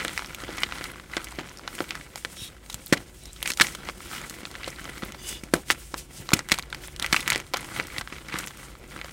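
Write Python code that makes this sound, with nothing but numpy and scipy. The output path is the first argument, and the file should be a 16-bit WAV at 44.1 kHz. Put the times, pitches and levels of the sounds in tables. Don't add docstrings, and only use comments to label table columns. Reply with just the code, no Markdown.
import sys
import numpy as np
from scipy import signal
from scipy.fft import rfft, irfft, next_fast_len
from scipy.io import wavfile
from scipy.ndimage import uniform_filter1d

SR = 44100
rng = np.random.default_rng(int(sys.argv[2]) if len(sys.argv) > 2 else 0)


def store_wav(level_fs):
    pcm = np.round(np.clip(np.atleast_2d(level_fs), -1, 1) * 32767)
    wavfile.write(sys.argv[1], SR, pcm.T.astype(np.int16))


def elevation(decibels):
    levels = np.asarray(decibels, float)
    return 10 ** (levels / 20)


N = 402191

# centre in Hz,
# width in Hz, level in dB.
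HAND_MODES = [(1400, 400, 0), (2030, 400, .5), (3000, 700, -9), (3950, 600, -15), (950, 450, -8)]
# start in s, peak in dB, ring in Hz.
BLOWS = [(0.043, -21, 547), (0.429, -28, 370), (0.485, -23.5, 434), (0.804, -26, 334), (1.162, -19.5, 335),
         (1.38, -22.5, 310), (1.799, -14.5, 364), (2.243, -26, 455), (2.737, -30.5, 115),
         (2.412, -32.5, 107), (2.9195, -4, 260), (3.498, -30.5, 268), (3.601, -17.5, 213),
         (3.884, -27.5, 460), (4.671, -21, 500), (5.025, -22, 209), (5.429, -27.5, 214), (5.5313, -4, 315),
         (5.698, -20, 360), (5.933, -26, 318), (6.194, -32, 121), (6.313, -21.5, 520), (6.328, -7.5, 174),
         (6.514, -17, 200), (7.123, -17, 192), (7.353, -19, 400), (7.534, -22, 497), (7.791, -21, 410),
         (7.979, -29.5, 114), (8.118, -29, 239), (8.336, -24.5, 207)]


def level(x, db):
    return x * elevation(db) / np.sqrt(np.mean(x ** 2))


def peak(x, db):
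    return x * elevation(db) / np.max(np.abs(x))


def ring(x, hz, width_hz):
    hz = np.clip(hz, 20, .45 * SR)
    return signal.lfilter(*signal.iirpeak(hz, hz / max(width_hz, 1), fs=SR), x)


def colour(x, points):
    hz, db = np.transpose(points)
    size = next_fast_len(len(x))
    bins = np.fft.rfftfreq(size, 1 / SR) + 1
    gain = elevation(np.interp(np.log(bins), np.log(hz), db))
    return irfft(rfft(x, size) * gain, size)[:len(x)]


def curve(points):
    s, value = np.transpose(points)
    return np.interp(np.arange(N) / SR, s, value)


def walk(rate):
    hold = int(SR / rate)
    steps = np.repeat(rng.standard_normal(N // hold + 1), hold)
    return 1.3 * uniform_filter1d(uniform_filter1d(steps, hold), hold)[:N]


def grains(rate, spread_db):
    hit, size, sign = rng.random((3, N))
    return (hit < rate / SR) * elevation(-spread_db * np.log(size + .02)) * np.sign(sign - .5)


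def hands(x):
    return sum(elevation(db) * ring(x, hz, width) for hz, width, db in HAND_MODES)


def room():
    # time in s, level in dB.
    rumble_levels = [(0.0, -46.5), (2.21, -54), (2.77, -48.5), (4.34, -50), (4.83, -47.5), (5.79, -49.5),
                     (7.11, -45), (7.49, -49), (9.12, -50)]
    # time in s, level in dB.
    hum_levels = [(0, -64), (4.2, -61), (4.8, -57), (6.2, -57), (6.9, -54), (7.8, -55), (9.12, -60)]
    # centre in Hz, level in dB.
    hum_lines = [(187, -69), (365, -63.5)]
    # frequency in Hz, density in dB per Hz.
    room_spectrum = [(15, -30), (25, 17), (59, 42), (285, 23), (354, -2.5), (863, -20), (2160, -5),
                     (4610, -85), (8830, -57), (16000, -22)]
    rumble = level(ring(ring(rng.standard_normal(N), 45.0, 31.5), 62.0, 63), -3.5)
    rumble += level(ring(rng.standard_normal(N), 51.7, 7), -3)
    phase = np.cumsum(2 * np.pi * 139 / SR + .012 * rng.standard_normal(N))
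    hum = level(np.sin(phase), 0) * elevation(curve(hum_levels))
    hum += sum(level(ring(rng.standard_normal(N), hz, 2.3), db) for hz, db in hum_lines)
    air = level(colour(rng.standard_normal(N), room_spectrum), -62)
    return rumble * elevation(curve(rumble_levels)) + hum + air


def swells(rows, rest_db, step=64):
    t = np.arange(0, N, step) / SR
    s, db, rise, fall = np.transpose(rows)[:, :, None]
    gestures = db - 15 * np.where(t < s, (s - t) / rise, (t - s) / fall)
    power = np.interp(np.arange(N) / SR, t, np.sum(elevation(gestures) ** 2, axis=0))
    return 10 * np.log10(power + elevation(rest_db) ** 2)


def effort():
    # hardest moment in s, crumb patter in dB, build-up in s, release in s.
    squeezes = [(0.0, -33.5, .1, 0.24), (0.6, -40.5, 0.46, 0.1), (0.83, -37.5, 0.46, 0.15),
                (1.14, -38.5, 0.057, 0.24), (1.41, -47.5, 0.16, 0.62), (1.79, -46, 0.097, 0.11),
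                (1.93, -41.5, 0.13, 0.16), (2.18, -55, 0.19, 0.96), (2.72, -56, 0.037, 0.16),
                (3.49, -44.5, 0.12, 0.051), (3.88, -42.5, 0.19, 0.054), (4.14, -39.5, 0.14, 0.3),
                (4.66, -41.5, 0.31, 0.69), (5.03, -46, 0.079, 0.11), (5.3, -45, 0.037, 0.089),
                (5.98, -54, 0.032, 0.062), (6.18, -52, 0.04, 0.25), (6.85, -45.5, 0.2, 0.051),
                (7.03, -33.5, 0.027, 0.096), (7.2, -42, 0.29, 0.16), (7.32, -29.5, 0.077, 0.068),
                (7.56, -36.5, 0.022, 0.12), (7.78, -37, 0.18, 0.12), (7.98, -37.5, 0.13, 0.045),
                (8.15, -42, 0.12, 0.12), (8.37, -32.5, 0.095, 0.11), (8.65, -48, 0.49, 0.2),
                (8.93, -44, 0.076, 0.53)]
    # densest moment in s, crumb patter in dB, release in s.
    showers = [
        (2.941, -39, 0.056),
        (3.62, -31, 0.077),
        (5.56, -45, 0.026),
        (5.721, -36, 0.041),
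        (6.35, -32, 0.061),
        (6.529, -32, 0.063),
    ]
    # fastest moment in s, hiss in dB, build-up in s, release in s.
    rubs = [(0.19, -47, .4, 0.17), (1.79, -46, 0.14, 0.11), (2.18, -41, 0.022, 0.049),
            (2.45, -39, 0.15, 0.046), (2.72, -49, 0.064, 0.55), (2.9, -50, 0.08, 0.032),
            (3.38, -49.5, 0.39, 0.17), (3.49, -36.5, 0.075, 0.07), (3.62, -33.5, 0.042, 0.11),
            (4.14, -43.5, 0.33, 0.3), (4.95, -52, 0.56, 0.18), (5.29, -37.5, 0.077, 0.1),
            (5.72, -29.5, 0.039, 0.014), (5.8, -49, .045, 0.33), (5.98, -36.5, 0.019, 0.053),
            (6.18, -45, 0.083, 0.18), (6.85, -43, 0.074, 0.089), (7.15, -35, 0.064, 0.12),
            (5.55, -40, .015, .06), (7.98, -44, .3, 0.057), (8.37, -55, 0.28, 0.29)]
    shower_rise_s = 0.029
    falling = [(s, db, shower_rise_s, fall) for s, db, fall in showers]
    crumb_db = swells(squeezes + falling, -65.5)
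    lag_s, rise_s, fall_s = 0.018, 0.01, 0.05
    shaken = [(s + lag_s, -24.5 + 0.8 * db, rise_s, fall_s) for s, db, _ in BLOWS]
    over_db = crumb_db + 45
    powder_db = swells(rubs, -51 + 0.57 * over_db)
    murmur_db = swells(shaken, -46.5 + .45 * over_db)
    return crumb_db, powder_db, murmur_db


def grinding():
    # frequency in Hz, density in dB per Hz.
    powder_spectrum = [(2000, -4.5), (3300, -2.5), (4500, -5), (8800, -3), (11500, -8.5), (16000, -11)]
    crumb_db, powder_db, murmur_db = effort()
    surge = walk(30)
    crumb_db += .7 * surge + .8 * walk(90)
    powder_db += .7 * surge + 1.4 * walk(60)
    murmur_db += .8 * surge + 1.3 * walk(20)

    ticks = grains(550, 4.3)
    debris = signal.lfilter([1], [1, -np.exp(-1 / (.002 * SR))], np.abs(ticks))
    ticks += .13 * debris * rng.standard_normal(N)
    bits = ticks + .3 * grains(2500, 3) + .07 * rng.standard_normal(N)
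    dust = .5 * ticks + 1.2 * grains(220, 4.6) + grains(2000, 3.5) + .6 * rng.standard_normal(N)
    knocks = 0.67 * ticks + 0.22 * rng.standard_normal(N)

    crumbs = sum(elevation(db) * ring(bits * elevation(3.5 * walk(150)), hz, width) for hz, width, db in HAND_MODES)
    crumbs = level(ring(crumbs, 880, 2750), 0.03)
    patches = sum(elevation(3 * walk(50)) * ring(dust, hz, hz / 2) for hz in (3000, 5200, 8500, 13500))
    powder = level(colour(patches, powder_spectrum), 0.069)
    murmur = level(ring(knocks, 177, 190) + 0.27 * ring(knocks, 354, 260), 0.45)
    return crumbs * elevation(crumb_db) + powder * elevation(powder_db) + murmur * elevation(murmur_db)


def fractures():
    # start in s, peak in dB, ring in Hz.
    dull_knocks = [(0.0117, -24, 470), (0.2734, -32, 1460), (0.4026, -26, 1890), (0.5859, -26, 470),
                   (0.7645, -31, 1080), (0.7837, -28, 1940), (1.2856, -32, 1980), (1.3878, -21, 1960),
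                   (1.3941, -28, 820), (1.7827, -35, 470), (1.8413, -29, 1850), (2.0119, -32, 1890),
                   (2.2486, -26, 1080), (2.6612, -38, 470), (2.6981, -30, 1080), (3.6427, -23, 1550),
                   (3.7502, -24, 520), (3.8969, -30, 1080), (4.1945, -32, 3140), (4.3406, -30, 1420),
                   (4.5132, -35, 1380), (4.7612, -31, 4050), (4.9899, -40, 470), (5.4359, -35, 470),
                   (5.9417, -30, 610), (6.3186, -21, 1420), (6.7028, -34, 3960), (7.1285, -20, 1030),
                   (7.2096, -26, 3450), (7.5636, -24, 650), (7.597, -28, 990), (7.6294, -33, 1030),
                   (7.7713, -28, 1460), (8.4817, -30, 2670), (9.0452, -23, 650), (9.0948, -34, 1940)]
    # start in s, peak in dB, ring in Hz.
    pops = [(0.0499, -10.5, 1580), (0.222, -20.5, 1190), (0.2461, -20.5, 1160), (1.1679, -11, 1420),
            (1.3887, -24, 1520), (1.677, -18, 1630), (1.805, -14.5, 1430), (1.9074, -14.5, 2180),
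            (2.0118, -36, 1870), (3.888, -15.5, 1130), (3.899, -28, 1230), (6.3055, -20, 2120),
            (7.3206, -5.5, 2100), (7.35, -27, 2030), (7.7991, -17, 1260), (8.075, -21.5, 1520),
            (8.3412, -15.5, 1210), (9.0142, -17.5, 2030)]
    # start in s, peak in dB, ring in Hz, treble in dB re peak.
    chips = [(0.177, -12, 2010, -9), (0.3473, -21, 2230, 1), (0.57, -29, 3380, 3.5),
             (0.841, -19.5, 1830, -2.5), (1.244, -31.5, 1110, 11), (1.393, -20, 1350, -27),
             (2.249, -12, 1640, -12), (3.428, -13, 3000, 0), (3.476, -12.5, 2390, -0.5),
             (3.5184, -16, 4060, -8), (3.6691, -18, 2110, -2), (4.5143, -32, 3690, 2),
             (5.122, -23.5, 2069, -3.5), (6.392, -12.5, 2090, -6.5), (6.587, -17, 1060, -4),
             (7.2779, -8, 1930, -5.5), (7.3022, -8, 1990, 1), (7.3287, -14.5, 1840, -0.5),
             (7.333, -13, 3080, -13), (7.401, -18.5, 2040, -8), (7.5707, -17.5, 1720, 0),
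             (8.3873, -33, 2090, 16.5), (8.473, -21.5, 1930, 0)]
    # start in s, peak in dB, ring in Hz, treble in dB re peak.
    splits = [(0.0809, -15, 1560, -11), (0.5742, -28, 2340, 0), (1.319, -34.5, 2670, 4),
              (1.7519, -32, 1890, 7.5), (1.9532, -19.5, 1820, -11), (2.158, -21.5, 794, 0),
              (2.7436, -20, 3060, 5.5), (3.536, -25, 3490, 4), (4.2973, -33, 2240, 12.5),
              (6.488, -21.5, 2100, 0), (6.4976, -18, 1950, -9), (6.5436, -18, 2040, -5),
              (6.5947, -16, 2220, -7), (6.6253, -25, 4080, -7), (6.7469, -18, 2060, -9),
              (6.963, -24.5, 2340, -2), (6.9976, -13.5, 3020, -7), (7.063, -14.5, 2300, -3),
              (7.2058, -22.5, 2510, 6), (7.359, -9, 2200, -9), (7.3782, -24, 2050, 1),
              (7.537, -11, 1360, -11), (7.646, -42, 1900, 15), (7.87, -35.5, 1960, 12),
              (7.9828, -11, 1940, -13)]
    # start in s, peak in dB, ring in Hz.
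    crackles = [(0.094, -23, 2020), (0.447, -28, 2150), (0.5814, -20, 1590), (0.7114, -27, 1810),
                (0.8115, -22.5, 1380), (0.9583, -31, 1080), (0.9984, -26.5, 1160), (1.323, -28, 950),
                (1.3995, -24.5, 1540), (1.4881, -31, 2200), (1.5949, -29.5, 1250), (1.6773, -17, 1416),
                (1.7286, -34, 1500), (1.7826, -25, 1290), (1.8912, -29, 3320), (2.0118, -33, 1890),
                (2.1766, -28, 1850), (2.3696, -30, 1330), (3.4043, -32, 2450), (3.4197, -29, 2020),
                (3.685, -24, 2200), (3.8971, -19, 1250), (4.005, -26.5, 1420), (4.1141, -24, 1510),
                (4.1503, -26, 1380), (4.2149, -30, 2280), (4.4534, -16, 2640), (4.5132, -34, 1390),
                (4.559, -26, 2150), (4.6438, -20, 2840), (4.6863, -32, 1510), (4.7951, -27, 1890),
                (4.854, -24.5, 1380), (5.1014, -32, 1290), (5.942, -25, 1500), (6.2702, -36, 3140),
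                (6.3184, -22, 1420), (6.5795, -23, 860), (6.8827, -25.5, 1340), (7.1971, -25, 2240),
                (7.21, -24, 3450), (7.2281, -24, 2280), (7.2615, -22, 2280), (7.3485, -14, 1940),
                (7.3942, -26, 1250), (7.467, -35, 3620), (7.6286, -29, 1030), (7.6456, -28, 1890),
                (7.7773, -25, 1340), (7.7987, -11, 1290), (8.0168, -27, 1380), (8.1836, -27.5, 1890),
                (8.3121, -33, 2370), (8.402, -34, 1980), (8.5082, -27, 1380), (8.6304, -34, 1250),
                (8.6503, -30.5, 1460), (8.753, -33.5, 1380), (9.0145, -26, 2170), (9.0584, -30.5, 1420)]
    # start in s, peak in dB, ring in Hz.
    crumbles = [(0.193, -16, 1280), (0.723, -17.5, 1390), (0.8088, -32, 1370), (1.1785, -24.5, 1310),
                (1.7888, -18, 1900), (4.553, -23.5, 2020), (5.022, -26, 1350), (5.035, -17.5, 1223),
                (5.147, -28, 900), (5.942, -15, 1430), (6.2902, -14.5, 1520), (6.7275, -16.5, 1400),
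                (7.0475, -20, 1500), (7.7633, -21, 2030), (8.441, -21.5, 2270)]
    # start in s, peak in dB, ring in Hz, treble peak in dB.
    scuffs = [(0.436, -24, 1380, -56), (0.49, -32, 935, -52), (2.661, -42, 1300, -39),
              (2.699, -26, 3880, -28), (2.727, -34, 3080, -29), (2.868, -34, 3780, -34),
              (2.974, -26, 2910, -38), (3.255, -35.5, 4160, -34), (3.362, -35, 3490, -41),
              (3.573, -26, 2220, -23), (3.749, -26.5, 3490, -27.5), (4.632, -24.5, 2070, -47),
              (4.679, -25.5, 930, -28), (4.979, -28, 1330, -35), (5.436, -31.5, 2090, -31),
              (6.511, -25, 2000, -30), (6.5397, -20, 2100, -22), (8.011, -19.5, 1280, -34),
              (8.124, -22.5, 2040, -51), (9.045, -33, 1370, -58)]
    # start in s, peak in dB, ring in Hz, treble in dB re peak, tear length in ms.
    snaps = [(0.6337, -6.5, 2300, -30, .38), (0.6348, -7, 3000, -19, .38), (2.9253, -9, 1710, -6.5, 8.6),
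             (2.934, -8, 1694, -40, 2.9), (3.4574, -17, 2260, -15, 3.7), (3.5018, -15, 2140, -5, 4),
             (3.599, -4, 1930, -35, 1.5), (3.6107, -0.5, 1870, -9, 4.5), (3.6187, 0, 4030, -9, 0.72),
             (5.5376, -7, 1400, -9, 3), (5.7025, 1.5, 1880, -40, .35), (5.7081, -9, 1400, -4, 1),
             (5.7147, -20, 1900, 5, 1.9), (6.333, -6, 1030, -22, 2.4), (6.3352, -4.5, 2290, 0.5, 3.8),
             (6.5183, -1.5, 2030, -1.5, 0.43), (6.5215, -6, 2180, -10, 2.3), (7.0252, -12.5, 3060, -6, 1.2),
             (7.045, -10.5, 2100, -31, .44), (7.1271, -5.5, 2000, -8.5, 4), (7.1445, -4, 1310, -28, 0.61),
             (7.1636, -6, 2470, -28, 0.6), (7.541, -11.5, 940, -33, 3)]
    # treble in dB re peak where not in the table, then tear length in ms
    breaks = [(*row, -37, 1.13) for row in dull_knocks]
    breaks += [(*row, -36, 0.3) for row in pops]
    breaks += [(*row, 0.63) for row in chips]
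    breaks += [(*row, 0.76) for row in splits]
    breaks += [(*row, -48, 1) for row in crackles]
    breaks += [(*row, -52, 1.22) for row in crumbles]
    breaks += [(s, db, hz, treble_db - db, 2.9) for s, db, hz, treble_db in scuffs]
    return breaks + snaps


def cracks(span=2500):
    t = np.arange(span) / SR
    out = np.zeros(N + span)
    high = signal.butter(1, (4500, 10000), "band", fs=SR, output="sos")
    soft = signal.butter(2, (380, 5600), "band", fs=SR, output="sos")
    for s, db, hz, treble_db, tear_ms in fractures():
        noise = rng.standard_normal((2, span))
        tear_s = max(tear_ms - .45, .1) / 1000
        fade = .3 * np.exp(-(t / (1.8 * tear_s)) ** 2) + elevation(-26) * np.exp(-t / .005)
        tear = noise[0] * np.abs(noise[1]) * fade
        spray = peak(signal.sosfilt(high, tear + .4 * (t == 0)), db + treble_db)
        tear[0] += 1
        body = ring(tear, hz, .3 * hz) + .4 * hands(tear) + .07 * tear
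        body = signal.sosfilt(soft, body)
        i = int(s * SR)
        out[i:i + span] += peak(body, db) - spray
    return out[:N]


def thumps(span=4000):
    t = np.arange(span) / SR
    out = np.zeros(N + span)
    for s, db, hz in BLOWS:
        push = np.sin(np.pi * np.clip(2.2 * hz * t, 0, 1))
        push += .3 * uniform_filter1d(rng.standard_normal(span), size=30) * np.exp(-t / .02)
        thump = ring(push, hz, 0.63 * hz)
        thump += .5 * ring(push, 1.96 * hz, 310)
        thump += 0.19 * ring(push, 0.64 * hz, 60)
        thump = ring(thump, 2.55 * hz, 9.9 * hz)
        i = int((s + .0056) * SR)
        out[i:i + span] += peak(thump, db)
    return out[:N]


def flecks(span=600):
    # start in s, peak in dB, ring in Hz.
    fleck_hits = [(0.0479, -19.5, 9400), (0.1327, -28, 8790), (0.1876, -32, 5000), (0.2, -32, 5470),
                  (0.2604, -27, 5640), (0.2709, -33, 8700), (0.2963, -38, 8060), (0.4729, -40, 5300),
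                  (0.4934, -37, 5560), (0.5083, -38, 5640), (0.5273, -32, 5510), (0.5842, -25, 5340),
                  (0.6041, -25, 8870), (0.7834, -30, 5340), (0.9174, -31, 10770), (1.1165, -37, 4870),
                  (1.2861, -33, 5730), (1.309, -33, 7800), (1.3574, -37, 5380), (1.494, -29.5, 5600),
                  (1.5729, -28, 5680), (1.5864, -31, 5530), (1.9087, -26, 5120), (2.8615, -22, 12230),
                  (2.8795, -32, 12360), (3.2366, -32, 8610), (3.3315, -28, 8140), (3.6377, -20, 8870),
                  (3.85, -33, 5120), (3.9805, -39, 8870), (4.2149, -29, 7320), (4.4614, -34, 6370),
                  (4.6629, -29, 6200), (4.7033, -27, 6630), (4.7946, -36, 5990), (4.843, -29, 7800),
                  (4.8969, -30, 9000), (5.05, -28, 11930), (5.942, -28, 6460), (6.2702, -38, 5770),
                  (6.3057, -28, 5000), (6.3705, -25, 8400), (6.587, -19, 6200), (6.7003, -35, 10590),
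                  (6.875, -26, 10030), (7.2276, -29, 9300), (7.4665, -38, 8870), (7.4745, -39, 6850),
                  (7.6082, -26, 8790), (7.6147, -35, 8830), (7.8262, -30, 5680), (7.8397, -33, 6500),
                  (8.2847, -28.5, 5600), (8.4079, -29, 6980), (8.4298, -29, 7670), (8.4633, -29, 9520),
                  (8.4816, -25, 5730), (8.573, -31, 8530), (8.8778, -41, 7880), (9.1103, -35, 6070)]
    # start in s, peak in dB, ring in Hz.
    sprays = [
        (5.5378, -13, 10000),
        (5.5392, -12, 10000),
        (6.9976, -24, 10400),
        (7.5374, -24, 13200),
        (7.1368, -26, 10000),
    ]
    decay_s, width_share = 0.84e-3, 0.24
    t = np.arange(span) / SR
    out = np.zeros(N + span)
    for s, db, hz in fleck_hits + sprays:
        tick = rng.standard_normal(span) * np.exp(-t / decay_s)
        i = int(s * SR)
        out[i:i + span] += peak(ring(tick, hz, width_share * hz), db)
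    return out[:N]


def slides():
    # start in s, end in s, level in dB, list of modes in Hz.
    drags = [
        (2.36, 2.49, -41, [3370, 3770, 5500, 9500]),
        (5.18, 5.4, -43, [2950, 3480, 4830, 6130]),
        (3.22, 3.32, -50, [3930]),
    ]
    t, out = np.arange(N) / SR, np.zeros(N)
    for start, end, db, modes in drags:
        rub = rng.standard_normal(N)
        swell = np.sin(np.pi * np.clip((t - start) / (end - start), 0, 1)) ** 0.24
        song = sum(elevation(3.5 * walk(40)) * ring(rub, hz, .035 * hz) / hz for hz in modes)
        out += swell * level(song, db)
    return out


def reflections(x):
    t = np.arange(6000) / SR
    tail = ring(rng.standard_normal(len(t)), 860, 8900) * np.exp(-np.log(1000) * t / 0.022)
    tail *= t > .003
    return signal.fftconvolve(x, tail / np.sqrt(np.sum(tail ** 2)))[:N]


def scene():
    chalk = cracks() + thumps() + grinding() + slides() + flecks()
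    return (chalk + elevation(-17.0) * reflections(chalk) + room())[None]


def top_cut(x):
    return signal.sosfilt(signal.butter(12, 16830, fs=SR, output="sos"), x)


def record(dry):
    cut = signal.sosfilt(signal.ellip(8, .2, 60, 15800, fs=SR, output="sos"), dry)
    limited = np.clip(cut, -.86, .86)
    held = signal.sosfilt(signal.ellip(8, .2, 60, 16750, fs=SR, output="sos"), limited)
    return top_cut(held)


dry = scene()
out = record(dry)
store_wav(out)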